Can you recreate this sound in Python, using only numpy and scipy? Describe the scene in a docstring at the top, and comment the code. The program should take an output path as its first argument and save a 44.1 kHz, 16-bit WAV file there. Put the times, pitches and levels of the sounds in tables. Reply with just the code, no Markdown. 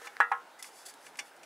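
"""A paint pot with a stirring stick in it is lifted outdoors, over quiet open air; close, dry, nearly mono.
It drags and bumps on a ground sheet, then knocks twice against a tin (0.2 s, 0.32 s): the metal rings.
From 0.6 s it is carried up: the wire handle squeaks once, handle and hands scrape and tick on it,
and the stick clacks on the rim. Clothes rustle softly near the end."""
import sys
import numpy as np
from scipy import signal
from scipy.fft import rfft, irfft
from scipy.io import wavfile
from scipy.ndimage import uniform_filter1d

SR = 44100
rng = np.random.default_rng(int(sys.argv[2]) if len(sys.argv) > 2 else 0)


def materialize(psi):
    """Save the field psi as 16-bit PCM at rate SR to the path in sys.argv[1].

    A 1-D psi becomes a single channel; in a 2-D psi each row is a channel.
    """
    bounded = np.clip(np.atleast_2d(psi).T, -1, 1)
    quanta = np.round(bounded * 32767).astype(np.int16)
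    wavfile.write(sys.argv[1], SR, quanta)


N = 63945
TIME = np.arange(N) / SR
RING_TIME = TIME[:SR // 2]

# Open air. Each row: frequency in Hz, relative density in dB.
AIR_SPECTRUM = [(25, -38), (70, -31), (110, -21.5), (170, -14.5), (300, -5.5), (600, 0), (840, 4),
                (1150, -2), (1450, 0.5), (2000, -6), (3000, -11), (5000, -16.5), (10000, -21), (15000, -27)]
# Likeness of the air at left and right. Each row: frequency in Hz, correlation from 0 to 1.
AIR_COHERENCE = [(40, 0.39), (120, 0.71), (300, 0.97), (1000, .98), (4000, 0.87), (12000, 1)]
# Clothing rustles. Each row: centre in seconds, level in dB, half-width in seconds.
RUSTLE_EVENTS = [(1.115, -68.5, 0.074), (1.213, -64.5, 0.048), (1.431, -67, 0.07)]
# Cloth. Each row: frequency in Hz, relative density in dB.
RUSTLE_SPECTRUM = [(40, -33), (90, -18), (150, -7), (350, -2), (900, -10.5), (3000, -26), (16000, -60)]
# Pot sliding on the sheet. 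Each row: time in seconds, level in dB.
DRAG_ENVELOPE = [(0, -54.5), (.04, -51.5), (.062, -45), (.085, -58.5), (.115, -61), (.19, -62.5)]
# Sheet friction. Each row: frequency in Hz, relative density in dB.
DRAG_SPECTRUM = [(100, -15), (350, -14), (800, -17), (1600, -1), (3000, -11), (6000, -12.5), (10000, -14),
                 (16000, -27)]
# Resonances of the sliding pot. Each row: centre in Hz, half-width in Hz, boost in dB.
DRAG_RESONANCES = [(777, 13, 20), (1027, 18, 20), (1290, 33, 14), (1780, 61, 9.5)]
# Handle scraping. Each row: time in seconds, level in dB.
SCRAPE_ENVELOPE = [(.58, -82), (.597, -53.5), (.622, -64.5), (.65, -50.5), (.68, -53.5), (.705, -65),
                   (.775, -56), (.805, -56.5), (.85, -62.5), (.862, -43), (.877, -51), (.9, -48),
                   (.922, -64), (.98, -70.5), (1.07, -56), (1.125, -74), (1.275, -61), (1.33, -77)]
# Handle ticks. Each row: start in seconds, level in dB, T60 in seconds.
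TICK_EVENTS = [(.0785, -67, 0.017), (0.591, -57.5, .06), (.626, -36.5, 0.046), (0.856, -59, 0.024),
               (.864, -56, .03), (0.939, -49, 0.024), (1.171, -53, 0.15), (1.364, -60, 0.046)]
# Wire handle. Each row: frequency in Hz, relative density in dB.
WIRE_SPECTRUM = [(200, -32), (1000, -26), (2000, -2), (3000, -6), (5000, -5.5), (8000, -6), (10500, 3.5),
                 (11500, -7.5), (13000, -6), (16000, -20)]
# Handle resonances. Each row: centre in Hz, half-width in Hz, boost in dB.
WIRE_RESONANCES = [(3460, 60, 13), (4630, 120, 13.5), (5250, 55, 17), (6150, 116, 13), (6960, 140, 12),
                   (7720, 110, 13), (8350, 120, 10), (9900, 160, 1)]
# Stick on the rim. Each row: start in seconds, relative level in dB, tilt in dB per octave,
# contact time in seconds, chatter T60 in seconds.
CLACK_EVENTS = [(0.0694, -35, -6, 0.0035, 0.034), (0.6425, -37, -2, 0.0013, 0.023),
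                (1.0642, -43.5, -5, 0.0037, 0.032), (1.155, -39.5, -2, 0.00063, 0.017),
                (1.188, -30.5, -1, 0.0047, 0.065), (1.43, -45.5, 1, 0.0022, 0.072)]
# Modes of stick and pot. Each row: frequency in Hz, T60 in seconds, relative level in dB.
STICK_MODES = [(816, 0.21, -17), (1145, 0.091, -14), (1562, 0.13, -13.5), (1734, 0.076, -8),
               (2180, 0.13, -21), (2225, 0.15, -8.5), (2366, 0.027, 1.5), (2865, 0.079, -6.5),
               (3496, 0.15, -11), (4720, 0.021, -14), (5550, .055, -8.5), (5710, 0.12, -14),
               (6100, 0.049, -8), (6900, 0.058, -10), (7770, 0.039, -7.5), (8600, 0.036, -17)]
# Stick chatter. Each row: frequency in Hz, relative density in dB.
CHATTER_SPECTRUM = [(100, -13), (500, -14), (1300, -14.5), (2200, 4.5), (3100, -5), (4000, -14.5),
                    (4650, -2), (5050, -8), (5550, -1), (6500, -7.5), (9000, -8), (12000, -21.5),
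                    (16000, -30)]
# Contact noise. Each row: frequency in Hz, relative density in dB.
SNAP_SPECTRUM = [(200, -15), (1500, 11), (4000, 7), (6000, 7), (9000, -8), (16000, -12)]
# Dense sheet-metal modes. Each row: frequency in Hz, relative density in dB.
CLATTER_SPECTRUM = [(40, -47), (150, -44), (350, -16), (670, -18.5), (780, -4), (1750, 2), (2100, -7),
                    (3400, -23.5), (4800, -44), (9000, -27.5), (16000, -56)]
# Their damping. Each row: frequency in Hz, T60 in seconds.
CLATTER_DECAY = [(200, 0.15), (900, 0.23), (2000, 0.11), (4000, 0.16), (12000, 0.045)]
# Light bumps of the pot. Each row: start in seconds, level in dB, pitch in Hz, push rise in seconds.
BUMP_EVENTS = [(.0157, -41.5, 1230, 0.00067), (.0185, -39, 502, 0.00094), (.1017, -58, 1490, 0.00045),
               (.1677, -29.5, 1610, 0.00047)]
# Tin struck at two places. Each row: mode in Hz, T60 in seconds, levels in dB for knocks one and two.
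TIN_MODES = [(480, 0.36, -42, -48), (781, 0.12, -38, -29), (812.4, 0.044, -16.5, -28.5),
             (873, 0.048, -28, -17.5), (1071, 0.2, -38, -27), (1292, 0.21, -25, -29),
             (1397, 0.24, -25, -32.5), (1475, 0.1, -23, -37), (1674, 0.12, -16, -28),
             (1703, 0.097, -37, -59), (1862, 0.16, -21.5, -38), (1978, 0.22, -31, -43),
             (2180, 0.1, -40, -38.5), (2408, 0.032, -35.5, -29), (2700, 0.16, -41, -59),
             (3460, 0.11, -45.5, -58), (4015, 0.045, -39, -49)]
# Pot against tin. Each row: start in seconds, push level in dB, push pitch in Hz, push rise in seconds,
# snap level in dB, clatter level in dB, clatter tilt in dB per octave, ring rise in seconds.
KNOCK_EVENTS = [(.2030, -5.5, 1177, 0.00061, -27, -24, 1, 0.0057),
                (.3155, -12.5, 851, 0.0025, -47.5, -30, -1, 0.0017)]
# Microphone balance. Each row: frequency in Hz, left minus right in dB.
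MIC_BALANCE = [(60, -3), (200, -1), (700, -1.24), (2000, 0), (5000, -0.35)]


def amp(db):
    """Decibels to gain."""
    return 10 ** (np.asarray(db) / 20)


def unit(x):
    """Scale to rms 1."""
    return x / np.sqrt(np.mean(x ** 2) + 1e-20)


def read(points, hz):
    """Interpolate on a log-frequency axis."""
    points_hz, values = np.transpose(points)
    return np.interp(np.log(hz + 1), np.log(points_hz + 1), values)


def add(mix, start_s, sound):
    """Mix a sound in at start_s."""
    part = mix[max(round(start_s * SR), 0):][:len(sound)]
    part += sound[:len(part)]


def colour(x, spectrum, peaks=(), tilt_db=0):
    """Apply a spectrum, resonances and a tilt per octave; rms 1."""
    hz = np.fft.rfftfreq(len(x), 1 / SR)
    db = read(spectrum, hz) + tilt_db * np.log2(np.clip(hz, 700, 6000))
    for centre_hz, width_hz, boost_db in peaks:
        db = db + boost_db / (1 + ((hz - centre_hz) / width_hz) ** 2)
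    return unit(irfft(rfft(x) * amp(db), len(x)))


def hiss(spectrum, peaks=(), tilt_db=0):
    """Half a second of coloured noise."""
    return colour(rng.standard_normal(len(RING_TIME)), spectrum, peaks, tilt_db)


def fade(t60_s, t=RING_TIME):
    """Exponential decay; 1 before t = 0."""
    return np.exp(-np.log(1000) * np.maximum(t, 0) / t60_s)


def air(level_db=-56, patch_db=1.5):
    """Distant outdoor wash with slowly drifting patches."""
    frames, hz = N // 256 + 5, np.fft.rfftfreq(1024, 1 / SR)
    left_re, left_im, other_re, other_im, patches = rng.standard_normal((frames, len(hz), 5)).T
    patches = uniform_filter1d(patches, size=10, axis=0)
    patches = unit(uniform_filter1d(patches, size=12, axis=1))
    coherence = np.clip(read(AIR_COHERENCE, hz), -1, 1)[:, None]
    left = left_re + 1j * left_im
    right = coherence * left + np.sqrt(1 - coherence ** 2) * (other_re + 1j * other_im)
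    bins = np.array([left, right]) * amp(read(AIR_SPECTRUM, hz)[:, None] + patch_db * patches)
    return amp(level_db) * unit(signal.istft(bins, nperseg=1024, noverlap=768)[1][:, :N])


def yard_scatter(x, level_db=-23.5, t60_s=0.087):
    """Faint reflections off tins and a car nearby, different at each ear."""
    tail = rng.standard_normal((2, len(RING_TIME))) * fade(t60_s)
    return amp(level_db) * signal.fftconvolve(x[None], tail / np.linalg.norm(tail[0]), axes=1)[:, :N]


def rustles():
    """Clothes shift softly as the pot is steadied."""
    envelope = sum(amp(db) * np.exp(-((TIME - centre_s) / width_s) ** 2)
                   for centre_s, db, width_s in RUSTLE_EVENTS)
    return colour(rng.standard_normal(N), RUSTLE_SPECTRUM) * envelope


def friction(envelope, spectrum, peaks, slips_per_s=9000, spread_db=2):
    """Dense tiny slips excite the resonances of the rubbed object."""
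    slips = (rng.random(N) < slips_per_s / SR) * rng.choice([-1, 1], N)
    strength = amp(spread_db * np.minimum(rng.exponential(1, N), 4))
    level_db = np.interp(TIME, *np.transpose(envelope))
    return colour(slips * strength, spectrum, peaks) * amp(level_db)


def drag():
    """The pot slides on the sheet until the first knock lifts it clear."""
    return friction(DRAG_ENVELOPE, DRAG_SPECTRUM, DRAG_RESONANCES) * (TIME < KNOCK_EVENTS[0][0])


def squeak(start_s=0.5915, length_s=0.022, pitch_hz=2080, sag_hz_per_s=4000, level_db=-49.5):
    """The handle squeaks as it starts to turn, sagging in pitch."""
    t = np.clip(TIME - start_s, 0, length_s)
    cycles = np.cumsum(pitch_hz - sag_hz_per_s * t) / SR
    envelope = np.sqrt(abs(np.sin(np.pi * t / length_s)))
    return amp(level_db) * envelope * np.sin(2 * np.pi * cycles)


def handle():
    """The wire handle scrapes and ticks in its lugs."""
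    out = friction(SCRAPE_ENVELOPE, WIRE_SPECTRUM, WIRE_RESONANCES)
    for start_s, db, t60_s in TICK_EVENTS:
        add(out, start_s, amp(db) * hiss(WIRE_SPECTRUM, WIRE_RESONANCES) * fade(t60_s))
    return out


def clacks(rise_s=0.003, full_contact_s=0.0059):
    """The stick chatters on the rim and rings; shorter contacts excite the modes less."""
    out = np.zeros(N)
    attack = np.minimum(RING_TIME / rise_s, 1)
    for start_s, db, tilt_db, contact_s, chatter_t60_s in CLACK_EVENTS:
        released_s = RING_TIME - contact_s
        ring = 0
        for hz, t60_s, mode_db in STICK_MODES:
            tone = np.sin(2 * np.pi * (hz * RING_TIME + rng.random()))
            ring += amp(mode_db + tilt_db * np.log2(hz / 3000)) * fade(t60_s, released_s) * tone
        ring *= min(contact_s / full_contact_s, 1)
        chatter = hiss(CHATTER_SPECTRUM, tilt_db=tilt_db) * fade(chatter_t60_s, released_s)
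        add(out, start_s, amp(db) * attack * (ring + chatter) / np.sqrt(2))
    return out


def push(start_s, hz, rise_s):
    """The wall gives way: a damped pulse of a few cycles."""
    t = np.maximum(TIME - start_s, 0)
    return np.sin(2 * np.pi * hz * t) * (t / rise_s * np.exp(1 - t / rise_s)) ** 2


def snap(start_s, width_s):
    """Bright noise for the duration of a contact."""
    envelope = np.exp(-((TIME - start_s - 2 * width_s) / width_s) ** 2)
    return colour(rng.standard_normal(N), SNAP_SPECTRUM) * envelope


def clatter(tilt_db=0):
    """Many close sheet-metal modes, the highest dying first."""
    hz, t, bins = signal.stft(hiss(CLATTER_SPECTRUM, tilt_db=tilt_db), SR, nperseg=256)
    bins *= fade(read(CLATTER_DECAY, hz)[:, None], t)
    return signal.istft(bins, SR, nperseg=256)[1][:len(RING_TIME)]


def bumps(snap_db=-10.5, clatter_db=-17):
    """Soft touches before the lift: a short clatter, and the tin's lowest mode hums on."""
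    out, pushes = np.zeros((2, N))
    for start_s, db, hz, push_s in BUMP_EVENTS:
        pushes += amp(db) * push(start_s, hz, push_s)
        out += amp(db + snap_db) * snap(start_s, push_s)
        add(out, start_s, amp(db + clatter_db) * clatter() * fade(t60_s=0.025))
    hum_hz, t60_s, hum_db, _ = TIN_MODES[0]
    hum = amp(hum_db) * fade(t60_s) * np.sin(2 * np.pi * hum_hz * RING_TIME)
    return out + pushes + signal.fftconvolve(pushes, hum)[:N]


def knocks(ring_delay_s=0.00067):
    """Each knock pushes the wall; the ring spreads through the tin and beats as it dies."""
    out = np.zeros(N)
    for k, knock in enumerate(KNOCK_EVENTS):
        start_s, push_db, push_hz, push_s, snap_db, clatter_db, tilt_db, rise_s = knock
        ring = sum(amp(db[k]) * fade(t60_s) * np.sin(2 * np.pi * hz * RING_TIME)
                   for hz, t60_s, *db in TIN_MODES)
        ring += amp(clatter_db) * clatter(tilt_db)
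        add(out, start_s + ring_delay_s, ring * np.minimum(RING_TIME / rise_s, 1))
        out += amp(push_db) * push(start_s, push_hz, push_s) + amp(snap_db) * snap(start_s, push_s)
    return out


def scene(low_cut_hz=460):
    """Handling sounds in open air; the pot's sounds are cut below a few hundred hertz."""
    pot = knocks() + bumps() + clacks() + handle() + squeak() + drag()
    pot = signal.sosfilt(signal.butter(2, low_cut_hz, "high", fs=SR, output="sos"), pot)
    return pot + yard_scatter(pot) + rustles() + air()


def record(dry):
    """Slight level difference between the microphones, then a band limit."""
    left_gain = amp(read(MIC_BALANCE, np.fft.rfftfreq(N, 1 / SR)) / 2)
    balanced = irfft(rfft(dry) * np.array([left_gain, 1 / left_gain]), N)
    lowpass = signal.firwin(511, cutoff=15750, window=("kaiser", 9), fs=SR)
    return signal.oaconvolve(balanced, lowpass[None], "same")


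dry = scene()
out = record(dry)
materialize(out)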